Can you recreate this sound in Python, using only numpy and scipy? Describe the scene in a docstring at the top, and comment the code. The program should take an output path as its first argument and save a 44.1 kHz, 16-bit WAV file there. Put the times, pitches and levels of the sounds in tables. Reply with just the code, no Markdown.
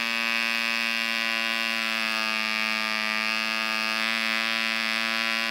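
"""A model two-stroke diesel engine runs flat out on a wooden workbench in a garden, a hand close by.
From the start its propeller hums and blows air. Each turn brings a fine metallic knock, then a spit
of gas and a sharp exhaust pop that bounces off bench, paving and walls. The speed sags until 3 s.
Just after 2 s, and again from 3.3 s, fingers close round the exhaust to turn a screw and hollow the pop.
The speed recovers; at 4 s the sound opens up and turns raspier, then is partly shaded again by the end."""
import sys
import numpy as np
from scipy import signal
from scipy.fft import rfft, irfft, next_fast_len
from scipy.io import wavfile
from scipy.ndimage import uniform_filter1d

SR = 44100
rng = np.random.default_rng(int(sys.argv[2]) if len(sys.argv) > 2 else 0)


def store_pcm(level_fs):
    """Save levels as 16-bit WAV."""
    pcm = np.round(np.clip(level_fs, -1, 1) * 32767).astype(np.int16)
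    wavfile.write(sys.argv[1], SR, np.atleast_2d(pcm).T)


N = 242550
TIME = np.arange(N) / SR
FFT_SIZE = next_fast_len(N + SR // 4)
HZ = np.maximum(np.arange(FFT_SIZE // 2 + 1) * SR / FFT_SIZE, 1)

# How fast the shaft spins: time_s, turns_per_s
SHAFT_SPEED = [(0.0, 115.6), (0.4, 114.9), (0.77, 115.2), (1.07, 113.9), (1.15, 114.2), (1.36, 113.4),
               (1.62, 114.0), (2.42, 109.2), (2.7, 109.7), (3.02, 108.4), (3.17, 108.7), (3.35, 110.6),
               (3.57, 110.9), (3.75, 110.1), (3.92, 110.5), (4.06, 112.1), (4.43, 112.2), (4.61, 112.8),
               (4.84, 111.7), (5.5, 113.6)]
# How much the hand shades the sound: time_s, shade_0_to_1
HAND_SHADE = [(0, 0.73), (1.1, 0.84), (2.1, 0.73), (3.94, 0.74), (4.04, 0.23), (4.35, 0.37), (4.5, 0.47),
              (4.95, 0.46), (5.4, 0.7)]
# Tone of the swirling air from propeller and exhaust: pitch_hz, relative_level_db
AIR_TONE = [(25, -24), (100, -16), (200, -11.5), (400, -7), (700, -4.5), (1400, -2.5), (2600, 1.5),
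            (3200, -4), (4000, -8), (4800, -6), (5500, -5), (6200, -12.5), (9000, -12.5), (15500, -24)]
# Echoes off bench top, paving and walls: delay_ms, strength (minus flips the wave)
SURFACE_ECHOES = [(1.726, 0.14), (1.98, -0.25), (2.166, -0.24), (3.698, -0.22), (6.323, -0.08),
                  (8.355, 0.16), (11.058, -0.22), (12.979, -0.12), (13.139, -0.12), (17.615, -0.1)]
# Tone of the piston's knock: pitch_hz, relative_level_db
KNOCK_TONE = [(200, -47), (2000, 10.5), (5000, 4), (6400, -9), (7200, -3), (8600, -0.5), (10000, -5),
              (12000, -11), (15500, -1.5)]
# Pitches at which the engine's metal case rings: pitch_hz, width_hz, boost_db
CASE_RINGS = [(6600, 400, 3), (7950, 270, 9), (8730, 70, 12), (9350, 350, 6), (12100, 420, 8)]
# Tone of gas hissing through the exhaust port: pitch_hz, relative_level_db
HISS_TONE = [(200, -43), (2000, -16), (5000, 9.5), (7000, 3.5), (9500, -6), (12000, -0.5), (13400, -4),
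             (15500, -2)]
# Tone of one exhaust pop: pitch_hz, relative_level_db
POP_TONE = [(110, -35.5), (330, -11), (450, -16), (620, -6.5), (1200, -2.5), (2000, -4.5), (2700, 4.5),
            (3050, -7), (3450, -1), (4050, -8.5), (4550, -5), (5400, -7.5), (6000, -23.5), (15000, -41)]
# Peaks and dips that the bench and its surroundings add to the pop: pitch_hz, width_hz, boost_db
BENCH_PEAKS = [(324, 12, -2.5), (466.5, 27, 12.5), (506, 21, -24), (720.5, 52, -16.5), (1103, 46, -5.5),
               (1244.6, 19, -8.5), (1356, 13, 11), (1397, 61, -8), (1438, 50, 6.5), (1553, 34, -2.5),
               (1605, 13, 9), (1768, 55, -6.5), (1897, 224, 8), (1980, 12, -6), (2530, 34, 7.5),
               (3150, 36, 10), (4477, 114, 5), (6510, 240, 8), (7420, 880, -22.5)]
# The pop's five bands, low to high (body, bark, ring, rasp, crack):
# level_db, speed_db (per extra turn a second), shade_db, grip_db
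POP_BANDS = [(-33, -0.09, -1.88, 1), (-31, -0.1, -2, -3.5), (-36, 0.4, 2.5, 1.7), (-34.5, 0.4, -6.5, -0.6),
             (-37, -.1, -0.8, 1)]
# Where one of those bands ends and the next begins: pitch_hz
BAND_BORDERS = [1750, 2490, 3000, 4050]
# Fingers closing round the exhaust: start_s, end_s, tightness_0_to_1
FINGER_GRIPS = [(2.068, 2.36, 0.96), (3.277, 4.022, 0.93)]
# How alike the noise is on the left and right: pitch_hz, likeness_0_to_1
STEREO_LIKENESS = [(30, 0.63), (70, 0.36), (200, 0.84), (1000, 0.82), (4000, 1), (6500, 0.53), (8600, 0.63),
                   (11000, 0.92), (15000, 1)]
# How much louder the left is than the right: pitch_hz, difference_db
LEFT_LOUDER = [(60, -11), (110, -0.5), (220, 1.2), (340, -1), (480, -1.5), (740, 1.6), (1220, 3),
               (3300, -0.7), (5500, 1), (9000, -.5)]
# How far the left wave runs ahead of the right: pitch_hz, phase_radians
LEFT_AHEAD = [(0, 0), (1030, 0.13), (1460, -0.28), (1980, -0.12), (5600, -0.14), (6550, 0.071),
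              (8010, -0.37), (8270, -0.1), (9130, -0.35), (9820, 0.036), (16000, 0.0), (16500, 0.1)]


def from_db(db):
    """Turn decibels into a number to multiply by."""
    return 10 ** (np.asarray(db) / 20)


def unit_level(x):
    """Scale a signal so that its average level (rms) is 1."""
    return x / np.sqrt(np.mean(x ** 2) + 1e-20)


def steady_level(x, window=6000):
    """Hold the level near 1 from moment to moment."""
    power = uniform_filter1d(uniform_filter1d(x ** 2, window), window // 2)
    return x / np.sqrt(power + 1e-20)


def over_time(table):
    """Join a table's points into a value for every sample."""
    time_s, value = np.transpose(table)
    return np.interp(TIME, time_s, value)


def over_pitch(table):
    """Join a table's points into a value for every frequency."""
    pitch_hz, value = np.transpose(table)
    return np.interp(np.log(HZ), np.log(pitch_hz), value)


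def peaks_db(table):
    """Draw a bell-shaped peak or dip around each listed pitch."""
    return sum(db / (1 + (2 * (HZ - hz) / width_hz) ** 2) for hz, width_hz, db in table)


def filtered(x, response):
    """Scale and delay each frequency of a signal as the response says."""
    return irfft(rfft(x, FFT_SIZE) * response, FFT_SIZE)[..., :N]


def ringing_filter(tone_db):
    """A filter with this tone that rings only after a hit, never before (minimum phase)."""
    cepstrum = irfft(np.log(from_db(tone_db)), FFT_SIZE)
    cepstrum[1:FFT_SIZE // 2] *= 2
    cepstrum[FFT_SIZE // 2 + 1:] = 0
    return np.exp(rfft(cepstrum))


def sway(spread_db, rate_hz=2.56, step=40):
    """A slow, random rise and fall in level, in decibels."""
    memory = np.exp(-2 * np.pi * step * rate_hz / SR)
    noise = rng.standard_normal(2 * N // step)
    slow = signal.lfilter([1], [1, -2 * memory, memory ** 2], noise)[N // step:]
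    slow = unit_level(slow - slow.mean())
    return spread_db * np.interp(np.arange(N) / step, np.arange(len(slow)), slow)


def stereo_noise():
    """White noise that is partly alike on the left and right."""
    alike = np.clip(over_pitch(STEREO_LIKENESS), 0, 1)
    mid, side = rng.standard_normal((2, N))
    shared = filtered(mid, np.sqrt((1 + alike) / 2))
    opposite = filtered(side, np.sqrt((1 - alike) / 2)) * [[1], [-1]]
    return shared + opposite


def click_each_turn(turns, jitter_s, spread_db, reach=8):
    """One click for each turn of the shaft, a little uneven in time and strength."""
    whole_turns = np.arange(np.ceil(turns[0]), turns[-1])
    chance = rng.standard_normal((len(whole_turns), 2))
    centres = (np.interp(whole_turns, turns, TIME) + jitter_s * chance[:, 0])[:, None] * SR
    samples = centres.astype(int) + np.arange(1 - reach, reach + 1)
    offset = samples - centres
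    shape = np.sinc(offset) * np.sinc(offset / reach)   # lets a click fall between two samples
    clicks = shape * from_db(spread_db * chance[:, 1:])
    return np.bincount(np.clip(samples, 0, N - 1).ravel(), clicks.ravel(), N)


def puff_each_turn(turns, rise_turns):
    """A swell that rises once a turn and then dies away."""
    age = turns % 1 / rise_turns
    return age * np.exp(1 - age)


def echo_filter(dull_hz=3100, scatter_hz=5400):
    """Direct sound plus dull echoes, which strengthen some pitches and weaken others."""
    bounces = sum(strength * np.exp(-2j * np.pi * HZ * ms / 1000) for ms, strength in SURFACE_ECHOES)
    treble_loss = np.sqrt(1 + (HZ / scatter_hz) ** 4)   # rough surfaces scatter the treble away
    return 1 + bounces / (1 + 1j * HZ / dull_hz) / treble_loss


def propeller_hum(turns, level_db, blades=2):
    """Each passing blade pushes the air, making a clean hum."""
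    return from_db(level_db) * np.sqrt(2) * np.sin(2 * np.pi * blades * turns)


def rushing_air(turns, level_db, surge=0.22, rumble_cut_hz=25):
    """Swirling air swells a little after every pop and echoes off the surroundings."""
    air = stereo_noise() * (1 + surge * puff_each_turn(turns, rise_turns=0.55))
    rumble_cut = 1 / (1 + (rumble_cut_hz / HZ) ** 2)
    tone = ringing_filter(over_pitch(AIR_TONE)) * echo_filter() * rumble_cut
    return from_db(level_db) * unit_level(filtered(air, tone))


def piston_knock(turns, level_db, after_pop_turns=0.76):
    """Firing takes up the slack in piston and rod: a tick and a brief rattle ring the metal case."""
    knock_turns = turns - after_pop_turns
    tick = unit_level(click_each_turn(knock_turns, jitter_s=6e-6, spread_db=1.5))
    rattle = unit_level(stereo_noise() * puff_each_turn(knock_turns + 0.02, rise_turns=0.06))
    case = ringing_filter(over_pitch(KNOCK_TONE) + peaks_db(CASE_RINGS))
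    return from_db(level_db) * unit_level(filtered(rattle + 0.5 * tick, case * echo_filter()))


def hand_echo(x, shade, delay_s=0.00012):
    """Sound bouncing off the nearby hand mixes with the direct sound and hollows it."""
    bounce = filtered(x, np.exp(-2j * np.pi * HZ * delay_s))
    strength = 0.28 * shade
    return (x - strength * bounce) / np.sqrt(1 + strength ** 2)


def port_hiss(turns, level_db):
    """A very short spit of gas escapes as the exhaust port starts to open."""
    spit = stereo_noise() * puff_each_turn(turns, rise_turns=0.035)
    tone = ringing_filter(over_pitch(HISS_TONE))
    return from_db(level_db) * unit_level(filtered(spit, tone))


def exhaust_pops(turns, band_levels_db):
    """The open port lets out one pop a turn; each of its five bands follows its own level."""
    clicks = click_each_turn(turns, jitter_s=1.5e-6, spread_db=0.28)
    tone = ringing_filter(over_pitch(POP_TONE) + peaks_db(BENCH_PEAKS))
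    phase_turn = np.exp(1j * np.pi / 3)   # shapes each pop: a small push, then a sharp main dip
    pops = filtered(clicks, tone * phase_turn * echo_filter())
    below_border = [1 / (1 + (HZ / hz) ** 40) for hz in BAND_BORDERS]
    bands = np.diff(below_border, axis=0, prepend=0, append=1)
    return sum(from_db(db) * steady_level(filtered(pops, band))
               for db, band in zip(band_levels_db, bands))


def pop_levels_db(extra_speed, shade, grip):
    """Speed brightens the pop; the hand and its grip soften the bark and rasp and lift the ring."""
    return [level_db + speed_db * extra_speed + shade_db * shade + grip_db * grip + sway(spread_db=0.73)
            for level_db, speed_db, shade_db, grip_db in POP_BANDS]


def finger_grip(move_s=0.039):
    """How tightly the fingers wrap the exhaust: each grip closes, holds and opens."""
    return sum(tightness * np.clip(np.minimum(TIME - start_s, end_s - TIME) / move_s, 0, 1)
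               for start_s, end_s, tightness in FINGER_GRIPS)


def scene():
    """The turning shaft times every sound; its speed and the hand change the levels."""
    speed = over_time(SHAFT_SPEED)
    shade = over_time(HAND_SHADE)
    extra_speed = speed - 112   # turns a second above the usual speed
    turns = np.cumsum(speed) / SR - 0.2   # the first pop comes a fifth of a turn in
    hum = propeller_hum(turns, level_db=-38.5 - 3.5 * shade + sway(spread_db=0.44))
    air = rushing_air(turns, level_db=-41.5)
    knock = piston_knock(turns, level_db=-44.5 - shade + sway(spread_db=1.67))
    hiss = port_hiss(turns, level_db=-59 + extra_speed + 9 * shade)   # louder as the jet meets the hand
    pops = exhaust_pops(turns, pop_levels_db(extra_speed, shade, finger_grip()))
    return hum + hand_echo(air + knock + hiss, shade) + pops


def record(dry):
    """Set left and right a little apart in level and timing, and cut the highest treble."""
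    left = from_db(over_pitch(LEFT_LOUDER) / 2) * np.exp(0.5j * over_pitch(LEFT_AHEAD))
    right = 1 / left
    cutoff_hz = 15780
    treble_cut = 1 / np.sqrt(1 + (HZ / cutoff_hz) ** 300)
    return filtered(dry, np.array([left, right]) * treble_cut)


dry = scene()
out = record(dry)
store_pcm(out)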